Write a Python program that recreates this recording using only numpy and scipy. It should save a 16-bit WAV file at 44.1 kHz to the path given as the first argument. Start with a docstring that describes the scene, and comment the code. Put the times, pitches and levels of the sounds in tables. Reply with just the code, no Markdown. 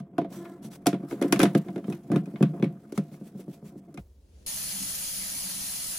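"""Plastic drain pipes are pushed together and their nuts turned inside a wooden sink cabinet.
Each knock rings the cabinet, the pipe wall and the air in the pipe; gloves rub and sliding pipes hum.
After a quiet moment with a low rumble, a tap runs into a basin: the jet fizzes, droplets splash
and the drain drones. Two microphones, left and right, hear it all a little differently."""
import sys
import numpy as np
from scipy import signal
from scipy.fft import rfft, irfft
from scipy.io import wavfile
from scipy.ndimage import uniform_filter1d

SR = 44100
rng = np.random.default_rng(int(sys.argv[2]) if len(sys.argv) > 2 else 0)


def store_pcm(level_fs):
    """Save levels as 16-bit WAV."""
    pcm = np.round(np.clip(level_fs, -1, 1) * 32767).astype(np.int16)
    wavfile.write(sys.argv[1], SR, np.atleast_2d(pcm).T)


N = 263982
TOP_HZ = 16650  # the highest pitch let through

# The tones of each part that rings. 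Each row: pitch in Hz, relative level in dB, seconds to fade 60 dB.
CABINET_TONES = [(145.1, -5, 0.27), (155, -3.5, 0.25), (188.5, 3, 0.16), (207.8, 2.5, 0.11)]
PIPE_WALL_TONES = [(291, 5.5, 0.085), (336.4, 7.5, 0.061), (401.7, 0, 0.063), (463.7, -6.5, .055),
                   (535.5, -8.5, 0.1)]
PIPE_AIR_TONES = [(615, -9, .05), (685, 0, .09), (860, -14, .05), (990, -16, .07)]
FITTING_TONES = [(1240, -3, .045), (1390, -4, .06), (1550, -2, .03), (2130, 1, .028), (2430, -6, .035),
                 (3350, -5, .025)]
RIM_TONES = [(5900, -4, .018), (7850, -9, .015), (8900, -7, .015), (10400, 1, .018), (14800, -6, .012)]
# Plastic hits plastic; the first row, at 0 s, is a faint thump as the scene opens. Each row: start in seconds,
# then levels in dB of the cabinet thump, pipe wall, pipe air and dull crack, and last the bright click in dB
# relative to the crack.
BLOWS = [(0.0, -25.5, -43, -44, -51, -8.5), (0.181, -21, -14, -17.5, -33, -16.5),
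         (0.215, -27, -21, -37, -49.5, -19), (0.245, -46, -27, -32.5, -53.5, -19),
         (0.453, -36, -59, -46, -45.5, -28), (0.644, -27, -63, -66, -75, -10),
         (0.859, -29, -39, -18.5, -35, -4), (0.867, -16.5, -8.5, -17.5, -24, 2),
         (0.929, -16, -17, -41, -38.5, -22), (0.941, -44, -30, -34, -45.5, -18),
         (1.033, -33, -26.5, -55, -60, -13), (1.11, -32, -28, -37.5, -41, -13),
         (1.125, -31, -19, -47, -48.5, -20), (1.214, -54, -13, -32, -37, -6),
         (1.223, -23, -36.5, -42, -31, -9.5), (1.243, -24, -13, -44, -62, -12.5),
         (1.324, -42, -9.5, -24.5, -19, -3.5), (1.359, -23, -29.5, -39, -33.5, -14),
         (1.392, -37, -11, -42, -30.5, 0), (1.401, -20, -35, -31, -20.5, -12.5),
         (1.414, -13.5, -12, -35, -25.5, -7.5), (1.43, -16, -5.5, -16.5, -22.5, -3),
         (1.453, -12, -17.5, -24.5, -31.5, -19), (1.549, -6.5, -8, -26, -27.5, -13.5),
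         (1.684, -26.5, -30, -36, -46.5, -16), (1.759, -24.5, -21, -37, -43, -15),
         (1.778, -45, -24, -40, -53, -8), (1.842, -38, -35, -45, -48.5, -18),
         (1.88, -17.5, -22, -43, -54, -12), (1.899, -32, -25, -39, -51.5, 1),
         (1.924, -23, -31, -41, -40.5, -16), (2.099, -14.5, -23.5, -41, -56, -21),
         (2.116, -18, -16, -30.5, -36.5, -11), (2.132, -12, -19.5, -35, -53, -24),
         (2.159, -10.5, -12, -41, -33, -15), (2.257, -50, -76, -69, -54, -5.5),
         (2.273, -30, -29.5, -56, -75, -18), (2.336, -23.5, -34, -58, -83, -20),
         (2.358, -45, -57, -46, -44, -34), (2.406, -7.5, -12.5, -38, -48, -18),
         (2.426, -4, -13.5, -29.5, -28.5, -13), (2.597, -21, -27.5, -46, -54, -14),
         (2.625, -9.5, -13, -32.5, -34, -18), (2.641, -17.5, -19.5, -50, -38.5, -17.5),
         (2.922, -44, -24.5, -63, -49, 0), (2.976, -13, -20.5, -37.5, -34.5, -5.5),
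         (3.114, -31, -41, -61, -65, -13), (3.14, -42, -42, -50, -55, -15),
         (3.21, -28.5, -34, -66, -69, -15), (3.348, -28, -39, -52, -78, -21),
         (3.391, -40, -33.5, -60, -66, -17), (3.478, -25, -29, -59, -79, -22),
         (3.624, -30, -38, -55, -85, -21), (3.755, -31, -34.5, -60, -79.5, -21.5),
         (3.942, -42, -35.5, -62.5, -56.5, 1), (3.974, -28.5, -35, -41.5, -42.5, -15)]
# Hands hold the pipes. Each row: time in seconds, grip rumble in dB, glove rustle in dB.
HANDLING = [(0.0, -53.5, -95), (0.23, -44, -99), (0.36, -42, -87), (0.76, -47, -80), (1.38, -31, -59),
            (1.96, -46, -70), (2.54, -36, -68.5), (2.76, -44, -73.5), (3.17, -48, -66.5), (4.02, -49, -78)]


def gain_of(db):
    """Turns decibels into a factor to multiply by."""
    return 10 ** (np.asarray(db) / 20)


def evened(x):
    """Scales a signal to an average (rms) level of 1."""
    return x / np.sqrt(np.mean(x ** 2) + 1e-20)


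def value_at(points, hz):
    """Looks up a table between its rows, on a musical (logarithmic) pitch scale."""
    pitches, values = np.transpose(points)
    return np.interp(np.log(hz + 1), np.log(pitches + 1), values)


def add(mix, start, sound):
    """Mixes a sound in at a start time in seconds."""
    part = mix[round(start * SR):][:len(sound)]
    part += sound[:len(part)]


def level_curves(rows, fade_s=0.0011):
    """One loudness curve for each dB column of a table, silent outside its times."""
    times, *columns = np.transpose(rows)
    t = np.arange(N) / SR
    inside = np.clip((t - times[0]) / fade_s, 0, 1) * np.clip((times[-1] + fade_s - t) / fade_s, 0, 1)
    return [inside * gain_of(np.interp(t, times, db)) for db in columns]


def hiss(spectrum, patchy_db, flicker_db, far=False, top_hz=TOP_HZ):
    """Left and right noise that flickers, with drifting louder and softer patches of pitch."""
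    # Near and far sounds. Each row: pitch in Hz, how alike the two sides are (1 same, 0 unrelated).
    alike_near = [(300, .99), (1220, .88), (2500, .6), (7500, .25), (10500, .4), (13500, -.2)]
    alike_far = [(100, .9), (250, .8), (500, .2), (5500, .2), (10000, .9)]
    # Far sounds only. Each row: pitch in Hz, how far the left wave is ahead in radians.
    left_lead = [(60, 0), (3000, 1.0), (6400, .1), (8500, -3.14), (9700, -6.1), (10400, -6.4),
                 (11600, -9.3), (12500, -9.5), (13500, -12.5), (14800, -12.6), (15300, -15.7)]
    # Far sounds only. Each row: pitch in Hz, how much louder the left is in dB.
    left_louder = [(700, -0.5), (5500, 2.5), (8000, 0)]
    frames, hz = N // 128 + 5, np.fft.rfftfreq(512, 1 / SR)
    a, b, c, d, patches = rng.standard_normal((frames, 257, 5)).T
    left, unrelated = a + 1j * b, c + 1j * d
    patches = evened(uniform_filter1d(uniform_filter1d(patches, size=6, axis=0), size=16, axis=1))
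    flicker = evened(uniform_filter1d(rng.standard_normal(frames), size=3))
    alike = np.clip(value_at(alike_far if far else alike_near, hz), -1, 1)[:, None]
    lag = np.exp(-1j * far * value_at(left_lead, hz))[:, None]
    sides = np.array([left, alike * lag * left + np.sqrt(1 - alike ** 2) * unrelated])
    sides *= gain_of(far * np.array([.5, -.5])[:, None] * value_at(left_louder, hz))[..., None]
    sides *= gain_of(value_at(spectrum, hz)[:, None] + patchy_db * patches + flicker_db * flicker)
    sides *= (hz < top_hz)[:, None]
    return evened(signal.istft(sides, nperseg=512, noverlap=384)[1][:, :N])


def shaped(x, spectrum):
    """Makes each pitch louder or softer. Each row: pitch in Hz, gain in dB."""
    return irfft(rfft(x) * gain_of(value_at(spectrum, np.fft.rfftfreq(N, 1 / SR))), N)


def ringing_noise(peaks):
    """Noise that rings at a few pitches. Each row: pitch in Hz, width in Hz, relative level in dB."""
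    hz = np.fft.rfftfreq(N, 1 / SR)
    shape = sum(gain_of(db) / (1 + (2 * (hz - pitch) / width) ** 2) for pitch, width, db in peaks)
    return evened(irfft(rfft(rng.standard_normal(N)) * shape, N))


def ring(tones, chance, spread_db, detune, rise_s):
    """Fading tones after one blow, peak 1; where it lands shifts their levels and pitches by chance."""
    hz, db, fade_s = np.transpose(tones)[..., None]
    t = np.arange(SR // 4) / SR
    share, shift = chance[:len(tones), None], chance[-len(tones):, None]
    levels = gain_of(db + spread_db * share - 60 * t / fade_s)
    waves = levels * np.sin(2 * np.pi * hz * (1 + detune * shift) * t)
    sound = waves.sum(0) * (1 - np.exp(-t / rise_s))
    return sound / abs(sound).max()


def knocks():
    """Each blow rings the hollow fittings, then the pipe air, pipe wall and cabinet, the bass last."""
    bodies, rises_s, lag_s = (CABINET_TONES, PIPE_WALL_TONES, PIPE_AIR_TONES), (.0025, .002, .001), .003
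    out, chances = np.zeros(N), rng.standard_normal((len(BLOWS), 4, 12))
    for (start, *body_dbs, crack_db, _), chance in zip(BLOWS, chances):
        for tones, db, where, rise_s in zip(bodies, body_dbs, chance, rises_s):
            body = ring(tones, where, spread_db=2.5, detune=.018, rise_s=rise_s)
            add(out, start + lag_s, gain_of(db) * body)
        fitting = ring(FITTING_TONES, chance[3], spread_db=5, detune=.045, rise_s=.001)
        add(out, start, gain_of(crack_db + 1.5) * fitting)
    return out


def clicks():
    """Damped plastic hardly rings: a burst of noise, then a weaker tail from the cabinet walls."""
    # The dull crack and the bright click. Each row: pitch in Hz, relative level in dB.
    crack_spectrum = [(500, -9), (900, -0.5), (2200, -5.5), (3600, -9), (8000, -34.5)]
    click_spectrum = [(1500, -40), (3000, -6), (5500, 2.5), (7500, -1.5), (10000, -1.5), (13000, -6),
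                      (16000, -16)]
    dull, bright, t = np.zeros(N), np.zeros(N), np.arange(SR // 4) / SR
    touch = 1 - np.exp(-t / .0009)  # the surfaces take a moment to meet fully
    crack_shape = touch * (gain_of(-1 - 60 * t / .021) + gain_of(-11.5 - 60 * t / .16))
    click_shape = touch * (gain_of(3 - 60 * t / .028) + gain_of(-13.5 - 60 * t / .14))
    for start, *_, crack_db, bright_db in BLOWS:
        add(dull, start, gain_of(crack_db) * crack_shape)
        add(bright, start, gain_of(crack_db + bright_db) * click_shape)
    crack = hiss(crack_spectrum, patchy_db=.7, flicker_db=.7)
    click = hiss(click_spectrum, patchy_db=.7, flicker_db=.7)
    return dull * crack + bright * click


def rim_pings():
    """The hard edges ping very briefly at each blow, differently on the left and right."""
    out, chances = np.zeros((2, N)), rng.standard_normal((len(BLOWS), 2, 10))
    for (start, *_, crack_db, bright_db), chance in zip(BLOWS, chances):
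        for side, where in zip(out, chance):
            ping = ring(RIM_TONES, where, spread_db=4, detune=.015, rise_s=.0008)
            add(side, start, gain_of(crack_db + bright_db + 4.5) * ping)
    return out


def grip():
    """Many small slips of gloves and screw threads shake pipes and cabinet and scuff the plastic."""
    # Gloves on the pipe wall. Each row: pitch in Hz, relative level in dB.
    scuff_spectrum = [(500, -5.5), (1200, -5.5), (4000, -32)]
    slips_per_s = 400
    slips = (rng.random(N) < slips_per_s / SR) * rng.standard_normal(N)
    slips *= gain_of(2.5 * rng.exponential(1, N).clip(0, 4))  # a few slip harder
    parts = (CABINET_TONES, 0), (PIPE_WALL_TONES, -4), (PIPE_AIR_TONES, -18), (FITTING_TONES, -29)
    body = sum(gain_of(db) * ring(tones, np.zeros(12), 0, 0, rise_s=.0043) for tones, db in parts)
    rumble = evened(signal.oaconvolve(slips, body)[:N])
    scuff = hiss(scuff_spectrum, patchy_db=2.5, flicker_db=3.5)[0]
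    return level_curves(HANDLING)[0] * (rumble + gain_of(-23.5) * scuff)


def cabinet(x):
    """The cabinet gives off little deep bass; its walls echo a little differently to each side."""
    # The part of the echo that differs between the sides. Each row: pitch in Hz, gain in dB.
    wall_echo = [(300, -54.5), (500, -28), (1200, -3)]
    bass_cut_hz, echo_s = 154.3, .06
    x = signal.sosfilt(signal.butter(4, bass_cut_hz, "high", fs=SR, output="sos"), x) + gain_of(-31) * x
    echo = rng.standard_normal(2000) * gain_of(-60 * np.arange(2000) / SR / echo_s)
    wide = shaped(signal.oaconvolve(x, echo / np.linalg.norm(echo))[:N], wall_echo)
    return np.array([x + wide, x - wide])


def room_tone():
    """A faint, steady, low noise fills the room."""
    # Each row: pitch in Hz, relative level in dB.
    spectrum = [(20, -7.5), (100, 5.5), (400, -70.5)]
    return gain_of(-68.5) * evened(shaped(rng.standard_normal(N), spectrum))


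def rubbing():
    """Dry glove hiss swells with every stroke, which also rings the plastic and hums the air in the pipe."""
    # A pipe slides. Each row: start in seconds, length in seconds, hiss in dB, hum in dB.
    slides = [(0.286, 0.16, -50.5, -45.5), (0.35, 0.28, -63, -40), (0.614, 0.088, -50, -78),
              (0.695, 0.1, -50.5, -77), (1.067, 0.12, -54, -49.5), (1.22, 0.081, -59, -32),
              (1.277, 0.016, -56, -57), (1.378, 0.055, -56, -33.5), (1.569, 0.024, -45.5, -61),
              (1.835, 0.19, -60.5, -45), (2.102, 0.13, -63.5, -30.5), (2.936, 0.075, -53, -70)]
    # The upper nut is spun down its thread. Each row: start in seconds, length in seconds, hiss in dB.
    twists = [(3.105, 0.079, -63.5), (3.244, 0.069, -59.5), (3.366, 0.086, -60.5), (3.49, 0.11, -61),
              (3.632, 0.096, -60.5), (3.773, 0.036, -63)]
    # The dry hiss. Each row: pitch in Hz, relative level in dB.
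    rub_spectrum = [(290, -45), (500, -3.5), (670, -14), (1200, -17.5), (2000, -20), (16400, -21.5)]
    pipe_hz, twist_hum_db, rise_share = 343, -78, .38
    rub_level, hum_level = np.zeros((2, N))
    for start, length, hiss_db, hum_db in slides + [(*row, twist_hum_db) for row in twists]:
        along = np.linspace(0, 1, round(length * SR))
        swell = np.sin(np.pi / 2 * np.minimum(along / rise_share, (1 - along) / (1 - rise_share))) ** 2
        add(rub_level, start, gain_of(hiss_db) * swell)
        add(hum_level, start, gain_of(hum_db) * swell)
    grit = gain_of(.5 * evened(uniform_filter1d(rng.standard_normal(N), size=60)))  # uneven slipping
    # air in an open pipe rings at multiples of its lowest pitch; higher ones are weaker and wider
    hum = ringing_noise([(k * pipe_hz, 30 * k - 8, -17 * np.log2(k) ** .85) for k in range(1, 7)])
    rub = hiss(rub_spectrum, patchy_db=1.8, flicker_db=2.5, top_hz=16000)
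    shell = gain_of(-13.5) * ringing_noise([(hz, 400, 0) for hz, *_ in FITTING_TONES[-1:] + RIM_TONES[:2]])
    rustle = level_curves(HANDLING)[1] * rub
    return grit * (rustle + rub_level * (rub + shell)) + hum_level * hum


def quiet_moment():
    """A low rumble and a faint, dull hiss sink and then creep back up."""
    # Each row: time in seconds, rumble in dB, hiss in dB.
    levels = [(3.99, -40.5, -62), (4.04, -50.5, -73), (4.2, -57.5, -70.5), (4.4, -53.5, -59.5),
              (4.468, -50, -61)]
    # The rumble and the distant hiss. Each row: pitch in Hz, relative level in dB.
    rumble_spectrum = [(20, -36), (55, -6), (68, 0), (120, -28), (450, -32), (1500, -56)]
    hiss_spectrum = [(400, 16), (1000, -6), (6000, -3.5), (12000, -10)]
    rumble_level, hiss_level = level_curves(levels)
    distant = hiss(hiss_spectrum, patchy_db=1, flicker_db=1, far=True, top_hz=11300)
    rumble = evened(shaped(rng.standard_normal(N), rumble_spectrum))
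    return rumble_level * rumble + hiss_level * distant


def tap(start_s=4.462):
    """The sound of an already running tap, jet and drain together, comes in abruptly and goes on."""
    since = np.arange(N) / SR - start_s
    running = np.clip(since / .0018, 0, 1)
    jet_level = gain_of(-33 - .4 * since)  # sinks 0.4 dB a second
    return running * (drain() + jet_level * water_jet())


def drain():
    """The drain drones at a few low pitches, wavering a little and swelling briefly twice."""
    # Each row: pitch in Hz, width in Hz, relative level in dB.
    drain_tones = [(145.7, 6.4, -1.5), (189.4, 30, 2.5), (277, 24, -6.5)]
    # Each row: time of the swell's peak in seconds, level in dB.
    swells = [(4.81, -51), (5.571, -54)]
    drone_db, waver_db, swell_s = -55, 1, .065
    t = np.arange(N) / SR
    waver = evened(uniform_filter1d(uniform_filter1d(rng.standard_normal(N), size=3000), size=3000))
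    level = gain_of(drone_db + waver_db * waver)
    level += sum(gain_of(db) * np.exp(-((t - peak) / swell_s) ** 2) for peak, db in swells)
    return level * ringing_noise(drain_tones) * gain_of([[-1.2], [1.2]])  # louder on the right


def water_jet():
    """Water mixed with air fizzes on the basin and makes it ring; the hard room walls echo."""
    # The fizz. Each row: pitch in Hz, relative level in dB.
    jet_spectrum = [(50, -7.5), (130, -3.5), (330, -16), (1000, -13.5), (2300, -10), (5200, -3),
                    (8400, -1.5), (10500, 2.5), (13000, -1), (15000, -10), (15700, -54)]
    # Each row: pitch in Hz, width in Hz, relative level in dB.
    basin_tones = [(547, 17, -4.5), (648, 104, -4), (1093, 56, -5), (1274, 68, -10.5)]
    echo_db, echo_s = -5, .25
    fizz = hiss(jet_spectrum, patchy_db=1.5, flicker_db=.7, far=True, top_hz=15720)
    echo = rng.standard_normal(SR // 4) * gain_of(-60 * np.arange(SR // 4) / SR / echo_s)
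    water = fizz + gain_of(-29) * ringing_noise(basin_tones) + gain_of(-19) * splashes()
    walls = signal.oaconvolve(water, echo[None] / np.linalg.norm(echo), axes=1)[:, :N]
    return evened(water + gain_of(echo_db) * walls)


def splashes(drops_per_s=900):
    """Droplets ring for a moment, rising in pitch, each on the left or the right."""
    out, t = np.zeros((2, N)), np.arange(400) / SR
    pitches = np.geomspace(1500, 6500, 24)
    odds = drops_per_s / (2 * len(pitches)) / SR
    for hz in pitches:
        level = gain_of(-60 * t * hz / 40) * (1 - np.exp(-t * hz))
        drop = level * np.sin(2 * np.pi * hz * t * (1 + 9.2 * t))
        sizes = (rng.random((2, N)) < odds) * rng.exponential(1, (2, N))
        out += np.sqrt(hz) * signal.oaconvolve(sizes, drop[None], axes=1)[:, :N]
    return evened(out)


def scene():
    """The pipe work, the quiet moment and then the tap, over a faint room tone."""
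    pipes_end_s, stop_db_per_s = 4.0, -1000
    room = room_tone()
    pipes = cabinet(knocks() + grip()) + clicks() + rim_pings() + rubbing()
    sudden_stop = gain_of(stop_db_per_s * np.maximum(np.arange(N) / SR - pipes_end_s, 0))
    return pipes * sudden_stop + quiet_moment() + tap() + room


def record(dry):
    """Cuts off the very highest treble."""
    return signal.oaconvolve(dry, signal.firwin(511, TOP_HZ, window=("kaiser", 9), fs=SR)[None], "same")


dry = scene()
out = record(dry)
store_pcm(out)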